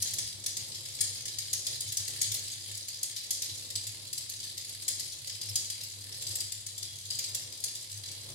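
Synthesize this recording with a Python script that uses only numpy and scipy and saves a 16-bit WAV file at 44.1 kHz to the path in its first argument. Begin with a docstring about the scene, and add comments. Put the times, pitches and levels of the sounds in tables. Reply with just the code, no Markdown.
"""A small room, a hand-held microphone close to a wooden board. On a wire stand fixed to the board,
a printed plastic walking linkage turns. Loose joints clack as the crank tips each leg over; between
the clacks the pins tick, rub and twice squeak. Thin metal blades ring, and the frame knocks and rubs.
The stand thrums low under the drive, over a steady hum; board and walls throw the clicks back."""
import sys
import numpy as np
from scipy import signal
from scipy.fft import rfft, irfft
from scipy.io import wavfile
from scipy.ndimage import uniform_filter1d

SR = 44100
rng = np.random.default_rng(int(sys.argv[2]) if len(sys.argv) > 2 else 0)


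def pcm_store(signal):
    """Save signal as 16-bit PCM."""
    levels = np.round(np.clip(np.atleast_2d(signal), -1, 1) * 32767)
    wavfile.write(sys.argv[1], SR, levels.astype(np.int16).T)


N = 367794

# The steady hum. Each row: pitch in Hz, level in dB.
HUM_TONES = [(200, -82.5), (264, -80.5)]
# Faint tones that swell and fade. Each row: centre and half length in seconds, pitch in Hz, level in dB.
PASSING_TONES = [(0.05, .55, 191, -66), (3.3, 1.0, 265, -77)]
# The wire stand swaying on its board. Each row: frequency in Hz, width in Hz, level in dB.
STAND_MODES = [(73.7, 20, -12.5), (99.96, 6.7, 0), (106.2, 8.9, -2), (130.8, 5.1, -6.5)]
# Load on the drive as the legs go over. Each row: time in seconds, stand thrum in dB, frame knock in dB.
DRIVE_LOAD = [(0, -64, -51.5), (0.25, -54, -62), (0.55, -59.5, -63), (1.05, -54.5, -62.5), (1.7, -56, -63),
              (2.35, -54, -63.5), (3.15, -63.5, -66), (3.6, -58, -63.5), (3.85, -57, -64),
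              (4.15, -59, -65.5), (5.15, -58.5, -64.5), (5.5, -55, -63.5), (5.8, -58, -64.5),
              (6.3, -54.5, -61), (6.65, -56, -65.5), (7.3, -54.5, -62), (7.75, -62, -65),
              (8.33, -51.5, -59)]
# Brief swells of the thrum. Each row: centre in seconds, level in dB, half length in seconds.
THRUM_SWELLS = [(0.016, -44, 0.028), (0.139, -46, 0.022), (0.625, -50, 0.026), (1.047, -50, 0.027),
                (1.883, -45.5, 0.032), (2.014, -47, 0.014), (2.31, -46, 0.052), (2.723, -51, 0.06),
                (3.53, -45.5, 0.019), (3.774, -48, 0.026), (3.894, -48, 0.03), (5.517, -40.5, 0.028),
                (6.014, -52, 0.036), (6.314, -43, 0.013), (7.968, -48, 0.063)]
# The body of frame and board. Each row: frequency in Hz, gain in dB.
FRAME_COLOUR = [(25, -25), (55, -3), (90, 0), (175, 6.5), (235, -2), (275, 5), (310, 0), (345, 8.5),
                (400, 0), (520, 4.5), (700, -2.5), (1000, -5.5), (1400, -9.5), (2500, -23)]
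# Speed of the drive. Each row: time in seconds, gear teeth per second.
TOOTH_RATE = [(0, 36.5), (0.8, 38), (1.5, 36), (2.5, 38.5), (3.1, 35.5), (4.7, 39.5), (5.3, 37),
              (6.0, 38.5), (6.6, 36), (7.3, 39.5), (8.1, 35.5)]
# How hard the pins rub between clacks. Each row: time in seconds, level in dB.
PIN_FRICTION = [(0.0, -31.5), (0.4, -45.5), (0.6, -43), (2.23, -36), (2.86, -42.5), (3.23, -40),
                (3.97, -42.5), (5.71, -40), (5.87, -43.5), (6.41, -38), (6.62, -48.5), (7.15, -39.5),
                (7.27, -37), (7.46, -44.5), (8.34, -40.5)]
# Ringing of the plastic links. Each row: frequency in Hz, width in Hz, gain in dB.
LINK_MODES = [(1735, 50, -1), (2005, 40, -1), (2215, 70, -4), (3340, 60, -6), (3980, 90, -6),
              (4590, 70, -6), (4890, 120, -5), (5320, 70, -10), (6520, 80, -4), (6750, 70, -3),
              (7020, 80, -7), (7845, 90, -3), (9025, 90, 0), (9220, 70, -4), (11030, 150, 1),
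              (11260, 120, -3)]
# The longer ring of the thin metal blades. Each row: frequency in Hz, width in Hz, gain in dB.
BLADE_MODES = [(3110, 45, -4), (4790, 25, -4), (4865, 25, -2), (4930, 35, -1), (7610, 60, -12),
               (7840, 70, -10), (9035, 70, -10)]
# A joint takes up its slack. Each row: start in seconds, level in dB, treble tilt in dB, joint letter.
CLACKS = [(0.0226, -19, 5, "b"), (0.1356, -24, 6, "e"), (0.1847, -21, 0, "d"), (0.2723, -34, 11, "d"),
          (0.439, -30, -5, "d"), (0.4618, -19.5, 2, "d"), (0.5686, -24, -3, "f"), (0.605, -36.5, -17, "g"),
          (0.6843, -37, 7, "a"), (0.718, -35, -15, "a"), (0.7445, -35, -8, "c"), (0.852, -32.5, -3, "h"),
          (0.871, -44, -16, "a"), (0.9496, -32, 2, "a"), (0.987, -33, -12, "h"), (1.0066, -19, 7.5, "h"),
          (1.0116, -19.5, 5, "h"), (1.04, -39, -4, "d"), (1.1463, -36.5, 9, "c"), (1.2545, -26, -1, "d"),
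          (1.2803, -28.5, -5, "d"), (1.3853, -22.5, -3.5, "f"), (1.5305, -18, 4, "b"),
          (1.6665, -21, -3.5, "c"), (1.8055, -24.5, 7, "c"), (1.922, -25.5, 8, "e"),
          (1.9698, -20, 7.5, "d"), (2.0785, -25, -1, "f"), (2.2147, -16, 6, "d"), (2.317, -21.5, 4, "g"),
          (2.3409, -24, 10, "e"), (2.4803, -33, 2, "a"), (2.7498, -33, 3, "d"), (2.774, -30.5, 5, "d"),
          (2.883, -26.5, -2.5, "f"), (3.03, -20.5, 6.5, "b"), (3.1637, -25, -1, "g"),
          (3.3065, -18.5, 4, "b"), (3.4197, -23, 6, "g"), (3.445, -37, -12, "g"), (3.496, -33.5, -10, "g"),
          (3.7025, -29, 0, "e"), (3.7549, -22.5, -1.5, "a"), (3.8683, -27.5, 3, "e"), (4.129, -25, 4, "e"),
          (4.1782, -25.5, 3, "a"), (4.2949, -27, 2.5, "f"), (4.321, -42, -17, "f"), (4.4007, -35, -10, "a"),
          (4.4297, -36.5, -15, "d"), (4.577, -26.5, 3, "g"), (4.6927, -35.5, 12, "d"),
          (4.8214, -34, 7, "d"), (4.8795, -23, 4, "h"), (4.882, -19, 7, "h"), (4.996, -24.5, 0, "f"),
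          (5.2737, -29.5, -2, "c"), (5.296, -30.5, -11, "d"), (5.3488, -36, -5, "a"),
          (5.414, -26.5, -3, "c"), (5.4942, -33, 12, "g"), (5.5562, -16.5, 3.5, "c"),
          (5.7004, -24.5, 0, "c"), (5.8102, -30.5, -1, "g"), (5.834, -30.5, 12, "g"),
          (6.124, -36, -11, "d"), (6.2205, -29, -1, "e"), (6.2671, -26, -3, "a"), (6.289, -33, 9, "a"),
          (6.3131, -38, 10, "a"), (6.3546, -23, 4.5, "e"), (6.404, -25, 5, "a"), (6.52, -26.5, 0, "e"),
          (6.557, -45, -8, "e"), (6.6648, -28.5, 4, "d"), (6.779, -29, 2, "e"), (6.828, -27, -5, "c"),
          (7.1032, -24.5, -3, "a"), (7.1487, -37, 10, "a"), (7.188, -21.5, 4, "g"), (7.2404, -27, -8, "a"),
          (7.3471, -21.5, 2, "e"), (7.5228, -34.5, 2, "g"), (7.6026, -36.5, 11, "c"),
          (7.639, -20, 2.5, "b"), (7.7515, -28.5, 1, "e"), (7.9146, -34, -2, "a"), (7.9728, -34, 5, "d"),
          (8.0356, -37.5, -17, "c"), (8.0587, -35, -9, "c"), (8.0845, -35, -13, "d"),
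          (8.114, -34.5, -1, "a")]
# Hollow ring of the links at each joint, by letter. Each row: frequency in Hz, width in Hz, gain in dB.
JOINT_MODES = { "a": [(3095, 70, -1), (4090, 170, -5), (4835, 100, 8), (5460, 150, -4), (6050, 60, -3),
               (6710, 100, -10), (7845, 110, 6), (8190, 280, -4), (8470, 60, 4), (8990, 60, 0),
               (10380, 100, -1), (10930, 60, 2), (11625, 150, -6)], "b": [(1720, 100, 0), (2000, 90, 0),
               (3290, 180, -2), (4185, 350, -7), (4815, 140, 2), (5310, 60, -3), (5710, 100, 2),
               (6125, 90, 0), (6655, 250, 5), (8320, 350, -2), (9095, 240, -2), (10055, 350, -2),
               (11055, 280, 8)], "c": [(1825, 240, -4), (3340, 190, 0), (3980, 210, -3), (4845, 110, 5),
               (5355, 60, -3), (5805, 350, -8), (6830, 350, -5), (7745, 280, -9), (8395, 100, -4),
               (9160, 350, 2), (9915, 120, -1), (11135, 350, -1), (11625, 60, 2)], "d": [(1770, 90, 5),
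               (1990, 60, 1), (2220, 60, 6), (3325, 350, -1), (4850, 160, 1), (5360, 60, -4), (5680, 80, 2),
               (6060, 90, -2), (6675, 200, 2), (7945, 350, -3), (9110, 310, 2), (10450, 110, 2),
               (10985, 140, 4)], "e": [(1910, 300, 2), (2785, 60, 4), (3500, 350, 1), (4885, 250, -3),
               (5550, 140, -4), (6005, 240, -5), (7235, 140, 8), (7615, 190, -2), (9210, 60, -4),
               (9710, 270, 3), (10215, 170, 3), (11165, 150, 1), (11905, 350, 2)], "f": [(1965, 150, 1),
               (2215, 60, -1), (2775, 60, -2), (4570, 60, 2), (4990, 180, -3), (6480, 150, 0),
               (6940, 120, 3), (7255, 60, -1), (8440, 210, 2), (9045, 120, -5), (10325, 100, 6),
               (11290, 310, 2), (11910, 100, 4)], "g": [(1970, 350, 3), (2250, 130, 1), (2775, 100, 4),
               (3365, 150, -2), (3650, 80, 4), (3985, 220, -1), (4560, 60, 2), (4985, 200, 1),
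               (5665, 350, -6), (6495, 100, -3), (9010, 100, -5), (10190, 60, 2), (11875, 160, 5)],
               "h": [(1900, 350, 6), (2225, 80, 8), (3325, 100, 9), (4110, 170, 1), (4790, 130, 4),
               (5360, 80, 9), (6725, 350, 4), (7645, 350, 1), (8395, 140, 0), (9045, 90, 14), (9380, 60, 7),
               (10420, 80, 3), (11155, 100, 4)]}
# Broad colour of a plastic contact. Each row: frequency in Hz, gain in dB.
PLASTIC_COLOUR = [(300, -29.5), (900, -31), (1400, -30.5), (1800, -18.5), (2650, -13), (3300, -7.5),
                  (4200, -1), (5800, -1), (7500, 0.5), (9700, -4), (10600, -6.5), (11600, -8),
                  (13000, -8.5), (15800, -17.5)]
# A blade sings out. Each row: start in seconds, pitch in Hz, level in dB, time to its peak in seconds.
BLADE_NOTES = [(0.19, 4950, -44, .04), (1.007, 9040, -48, .025), (1.03, 4920, -50, .04),
               (1.82, 3120, -53, .04), (1.97, 4800, -47, .025), (2.25, 3115, -51.5, .04),
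               (2.67, 3120, -51, .02), (2.68, 4920, -55, .04), (2.795, 4890, -49, .015),
               (2.888, 4570, -45.5, .018), (3.756, 4815, -51, .008), (4.881, 9040, -51, .025),
               (5.28, 4850, -48, .035), (5.41, 4850, -50, .025), (5.558, 4860, -40, .022),
               (5.69, 4800, -43.5, .022), (6.87, 3330, -52, .045), (7.64, 4880, -48, .035)]
# A hard blow rings the frame. Each row: start in seconds, pitch in Hz, level in dB, decay in seconds.
FRAME_NOTES = [(1.01, 1735, -53, .05), (1.01, 2205, -54, .05), (4.883, 1690, -56, .05),
               (4.883, 2200, -56, .05)]
# A leg drags on the frame. Each row: centre in seconds, level in dB, half length in seconds.
LEG_DRAGS = [(1.107, -67, 0.017), (1.704, -65, .12), (2.373, -65, 0.063), (3.395, -68.5, 0.14),
             (6.25, -67, .15), (7.364, -66, .05), (7.664, -64.5, 0.022)]
# A dry pin chirps. Each row: centre in seconds, pitch in Hz, level in dB, half length in seconds.
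PIN_SQUEAKS = [(5.498, 5380, -34, .009), (5.842, 5150, -42, .009)]
# The linkage with the microphone in front of it. Each row: frequency in Hz, left minus right in dB.
FRONT_BALANCE = [(1000, -2.5), (2100, -2), (3500, 0.5), (6500, -0.5), (8000, -2.5), (9300, 2.5),
                 (10400, -0.5), (11200, -5.5), (15500, -7.5)]


def undb(db):
    """Decibels to gain."""
    return 10 ** (np.asarray(db) / 20)


def unit(x):
    """Scale to rms 1."""
    return x / np.sqrt(np.mean(x ** 2))


def curve(rows, column):
    """One column of a time table, at every sample."""
    rows = np.array(rows)
    return np.interp(np.arange(N) / SR, rows[:, 0], rows[:, column])


def bump(centre_s, half_s):
    """A bell-shaped rise and fall of height 1."""
    return np.exp(-((np.arange(N) / SR - centre_s) / half_s) ** 2)


def colour(x, points, size=4096):
    """Causal filter through (Hz, dB) points on a log-frequency axis."""
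    hz, db = np.array(points).T
    outline_db = np.interp(np.log(np.fft.rfftfreq(size, 1 / SR) + 1), np.log(hz), db)
    cepstrum = irfft(np.log(undb(outline_db)))
    cepstrum[1:size // 2] *= 2  # fold to minimum phase
    cepstrum[size // 2 + 1:] = 0
    impulse = irfft(np.exp(rfft(cepstrum)))
    return signal.fftconvolve(x, impulse[None], axes=1)[:, :x.shape[1]]


def ring(x, hz, width):
    """One resonance, gain 1 at its centre."""
    return signal.lfilter(*signal.iirpeak(hz, hz / width, fs=SR), x)


def steep_ring(x, hz, width):
    """The same resonance twice over, at rms 1."""
    return unit(ring(ring(x, hz, width), hz, width))


def spread(pair, side_db, pan_db):
    """Two unrelated signals as middle and side of a left-right pair."""
    left_right = np.array([[1], [-1]])
    return (pair[0] + left_right * undb(side_db) * pair[1]) * undb(left_right * pan_db / 2)


def hum():
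    """A faint electric hum, and low tones that come and go, a little left of centre."""
    t = np.arange(N) / SR
    steady = sum(undb(db) * np.sin(2 * np.pi * (hz * t + rng.random())) for hz, db in HUM_TONES)
    passing = sum(undb(db) * bump(s, half) * np.sin(2 * np.pi * hz * t)
                  for s, half, hz, db in PASSING_TONES)
    return np.sqrt(2) * (steady + passing) * undb([[1.3], [-1.3]])


def stand_thrum(drive_hz=100, tone_db=-5, sway_db=-1.5, swell_hz=103):
    """The drive hums and shakes the stand, whose low modes beat against it; both follow the load."""
    t = np.arange(N) / SR
    shake = rng.standard_normal((2, N))
    modes = sum(undb(db) * steep_ring(shake, hz, width) for hz, width, db in STAND_MODES)
    sway = undb(sway_db) * unit(modes)
    thrum = sway[0] + undb(tone_db) * unit(np.sin(2 * np.pi * drive_hz * t))
    # the drive feeds the stand evenly over many cycles
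    thrum = np.std(thrum) * thrum / np.sqrt(uniform_filter1d(thrum ** 2, size=9000) + 1e-9)
    load = undb(curve(DRIVE_LOAD, column=1))
    swells = sum(undb(db) * bump(s, half) * np.sin(2 * np.pi * (drive_hz * s + swell_hz * (t - s)))
                 for s, db, half in THRUM_SWELLS)
    return spread(np.array([load * thrum + swells, load * sway[1]]), side_db=-14.5, pan_db=3.5)


def contacts(per_s, scatter_db, length_s):
    """Random small contacts of uneven force, each a fading burst of noise."""
    chance, force = rng.random(N), rng.standard_normal(N)
    blows = (chance < per_s / SR) * undb(scatter_db * np.clip(force, -2, 1.6))
    energy = signal.lfilter([1], [1, -np.exp(-2 / (length_s * SR))], blows ** 2 + 1e-12)
    return unit(np.sqrt(energy) * rng.standard_normal((2, N)))


def shaking(settle_s):
    """How strongly the loose parts move: they gain energy from each clack and lose it again."""
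    jolts = np.zeros(N)
    for s, db, *_ in CLACKS:
        jolts[int(s * SR)] += undb(db)
    jolts[0] += np.mean(jolts) * settle_s * SR  # already in motion
    energy = signal.lfilter([1], [1, -np.exp(-1 / (settle_s * SR))], jolts)
    return unit(np.sqrt(energy))


def frame_knocks(idle_db=-2, shaken_db=-5):
    """Dull, dense knocks pass through the frame into the board, harder after a clack."""
    mid, side = colour(contacts(per_s=240, scatter_db=-8, length_s=0.1), FRAME_COLOUR)
    # the bass is alike on both sides
    side = colour(side[None], [(30, -23), (100, -20), (250, -9), (500, -4), (1000, 2.5)])[0]
    load = undb(curve(DRIVE_LOAD, column=2))
    force = load * np.hypot(undb(idle_db), undb(shaken_db) * shaking(settle_s=0.22))
    return spread(np.array([mid, side]) / np.std(mid) * force, side_db=-4, pan_db=1)


def gear_teeth(rise_s=.003, fall_s=.006, scatter_db=1.8, between_db=-18):
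    """Each gear tooth nudges the linkage with a force of its own, so the rubbing comes in pulses."""
    rate = curve(TOOTH_RATE, column=1)
    turned = np.cumsum(rate) / SR
    tooth, age = turned.astype(int), turned % 1 / rate
    force = undb(scatter_db * np.minimum(rng.standard_normal(tooth[-1] + 1), 1))
    nudges = force[tooth] * (1 - np.exp(-age / rise_s)) * np.exp(-age / fall_s)
    return unit(np.hypot(undb(between_db), nudges))


def chatter(length_s, size, rise_s=.0002, board_s=.0034, board_db=-2, right_db=-6):
    """A pin buzzes in its hole, louder on the left; the board returns it a moment later."""
    t = np.arange(size) / SR
    direct, echo = ((1 - np.exp(-age / rise_s)) * np.exp(-age / length_s)
                    for age in (t, np.maximum(t - board_s, 0)))
    envelope = np.hypot(undb([[0], [right_db]]) * direct, undb(board_db) * echo)
    return envelope * rng.standard_normal((2, size))


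def pin_ticks(count=520, scatter_db=2.8, ring_db=13, width_hz=130):
    """Small dry ticks at random moments, each ringing two notes of a different short link."""
    out = np.zeros((2, N + SR))
    force = np.minimum(rng.standard_normal(count), 1)
    for (when, *pitches), blow in zip(rng.random((count, 3)), force):
        contact = chatter(length_s=.0016, size=1024)
        notes_hz = 3200 * 3.6 ** np.array(pitches)
        tick = contact + undb(ring_db) * sum(ring(contact, hz, width_hz) for hz in notes_hz)
        start = int(when * N)
        out[:, start:start + tick.shape[1]] += undb(scatter_db * blow) * unit(tick)
    return unit(out[:, :N])


def links(x, ring_db=-4, scatter_db=4, block=1024):
    """Contacts ring the links; which modes answer changes with where each blow lands."""
    strengths = rng.standard_normal((len(LINK_MODES), N // block + 1))
    out = x.copy()
    for (hz, width, db), strength in zip(LINK_MODES, strengths):
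        share = undb(ring_db + db + scatter_db * np.minimum(strength, 1.5))
        out += ring(x * np.repeat(share, block)[:N], hz, width)
    return out


def blades(x):
    """The blades ring at their own modes when the linkage jolts them."""
    return sum(undb(db) * ring(x, hz, width) for hz, width, db in BLADE_MODES)


def grip(hard_db=-27.5, free_db=-4, fall_s=.016):
    """Just before a hard clack the leg falls freely through its play, and the rubbing eases."""
    free = sum(bump(s - fall_s, fall_s) for s, db, *_ in CLACKS if db > hard_db)
    return undb(free_db * np.minimum(free, 1))


def pin_rattle(gain_db=1.5, shaken_db=-44, tick_db=-3.5, hiss_db=-9, blade_db=-14):
    """Pins rub with each gear tooth, tick and hiss as they slide, harder after a clack; blades ring."""
    pulses = gear_teeth()
    grain = contacts(per_s=900, scatter_db=2, length_s=.003)
    rub_colour = [(1500, 12.5), (4300, 6.5), (7000, -12), (10000, 7.5), (14000, -4.5)]
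    rub = unit(colour(grain * pulses, rub_colour))
    hiss = unit(colour(rng.standard_normal((2, N)), [(4000, -11), (9000, -0.5), (13000, -3)]))
    plastic = links(rub + undb(tick_db) * pin_ticks()) + undb(hiss_db) * hiss
    metal = blades(rng.standard_normal((2, N)) * pulses ** 2)
    friction = undb(curve(PIN_FRICTION, column=1) + gain_db)
    force = np.hypot(friction, undb(shaken_db) * shaking(settle_s=0.031))
    return (unit(plastic) + undb(blade_db) * unit(metal)) * force * grip()


def bouncing(length_s=.0045, bounce_db=-19, fade_db_per_s=70, count=4):
    """A blow and the few weak rebounds that follow while the link settles."""
    contact = chatter(length_s, size=5120)
    for delay_s in rng.uniform(.012, .075, count):
        start = int(delay_s * SR)
        rebound = undb(bounce_db - fade_db_per_s * delay_s) * chatter(length_s, size=1024)
        contact[:, start:start + 1024] += rebound
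    return contact


def joint_clacks(gain_db=3, ring_db=4, blade_db=-7):
    """Each leg drops through the play in its joints; every joint rings its links at its own modes."""
    out = np.zeros((2, N + SR))
    for s, db, tilt_db, joint in CLACKS:
        contact = bouncing()
        ringing = sum(undb(ring_db + mode_db) * ring(contact, hz, width)
                      for hz, width, mode_db in JOINT_MODES[joint])
        body = np.std(contact) * unit(contact + ringing)
        hit = colour(body, [(4000, -tilt_db / 2), (11000, tilt_db / 2)], size=256)
        start = int(s * SR)
        out[:, start:start + hit.shape[1]] += undb(db + gain_db) * hit
    return (out + undb(blade_db) * blades(out))[:, :N]


def singing_blades(gain_db=-2, split_hz=38, flicker_db=3):
    """A jolted blade swells and dies on two close, beating modes; the shaking makes it flicker."""
    t = np.arange(N) / SR
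    out = np.zeros((2, N))
    for s, hz, db, swell_s in BLADE_NOTES:
        sounding = (t > s) & (t < s + 10 * swell_s)
        age = t[sounding] - s
        pair = sum(np.sin(2 * np.pi * (mode_hz * age + rng.random((2, 1))))
                   for mode_hz in (hz - split_hz / 2, hz + split_hz / 2))
        envelope = age / swell_s * np.exp(1 - age / swell_s)
        out[:, sounding] += undb(db + gain_db) * envelope * pair
    flicker = unit(uniform_filter1d(rng.standard_normal(N), size=500))
    return out * unit(undb(flicker_db * flicker))


def frame_rings(width_hz=50):
    """Two hard blows leave the frame ringing briefly with hollow notes."""
    out = np.zeros((2, N))
    age = np.arange(SR // 4) / SR
    for s, hz, db, decay_s in FRAME_NOTES:
        note = steep_ring(rng.standard_normal((2, len(age))), hz, width_hz)
        start = int(s * SR)
        out[:, start:start + len(age)] += undb(db) * np.exp(-age / decay_s) * note
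    return out


def leg_drags(hz=520, width_hz=230):
    """A leg drags on the frame, which answers with a hollow, grainy rub, right of centre."""
    grain = contacts(per_s=300, scatter_db=2, length_s=.004)
    force = sum(undb(db) * bump(s, half) for s, db, half in LEG_DRAGS)
    return spread(steep_ring(grain, hz, width_hz) * force, side_db=-10, pan_db=-3)


def pin_squeaks(waver_hz=130):
    """A sticking pin sings for a moment at a wavering pitch."""
    t = np.arange(N) / SR
    waver = waver_hz * unit(uniform_filter1d(rng.standard_normal((2, N)), size=64))
    drift = np.cumsum(waver, axis=1) / SR
    return sum(undb(db) * bump(s, half) * np.sin(2 * np.pi * (hz * t + drift))
               for s, hz, db, half in PIN_SQUEAKS)


def room(x, t60_low_s=0.59, t60_high_s=0.15, wet_db=-3, delay_s=0.002, build_s=0.003, positions=14):
    """A small room whose treble dies first; the reflections change as the hand-held microphone moves."""
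    t = np.arange(SR // 2) / SR
    onset = 1 - np.exp(-np.maximum(t - delay_s, 0) / build_s)
    bands = [(signal.butter(2, 8000, kind, fs=SR, output="sos"), np.exp(-np.log(1000) * t / t60))
             for kind, t60 in (("low", t60_low_s), ("high", t60_high_s))]
    wet = np.zeros((2, N + len(t)))
    for part in np.array_split(np.arange(N), positions):
        tail = onset * sum(signal.sosfilt(band, rng.standard_normal((2, len(t)))) * decay
                           for band, decay in bands)
        echo = signal.fftconvolve(x[:, part], unit(tail) / np.sqrt(len(t)), axes=1)
        wet[:, part[0]:part[0] + echo.shape[1]] += echo
    return x + undb(wet_db) * wet[:, :N]


def scene():
    """The clicking linkage from close in front, over the low sounds of stand and frame."""
    clicks = colour(joint_clacks() + pin_rattle(), PLASTIC_COLOUR)
    linkage = room(clicks) + pin_squeaks() + singing_blades()
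    left = colour(linkage[:1], [(hz, db / 2) for hz, db in FRONT_BALANCE])
    right = colour(linkage[1:], [(hz, -db / 2) for hz, db in FRONT_BALANCE])
    front = np.vstack([left, right])
    return front + stand_thrum() + frame_knocks() + leg_drags() + frame_rings() + hum()


def record(dry):
    """The recorder cuts the top steeply above 15.9 kHz."""
    return signal.sosfilt(signal.ellip(10, .2, 80, 15900, fs=SR, output="sos"), dry, axis=1)


dry = scene()
out = record(dry)
pcm_store(out)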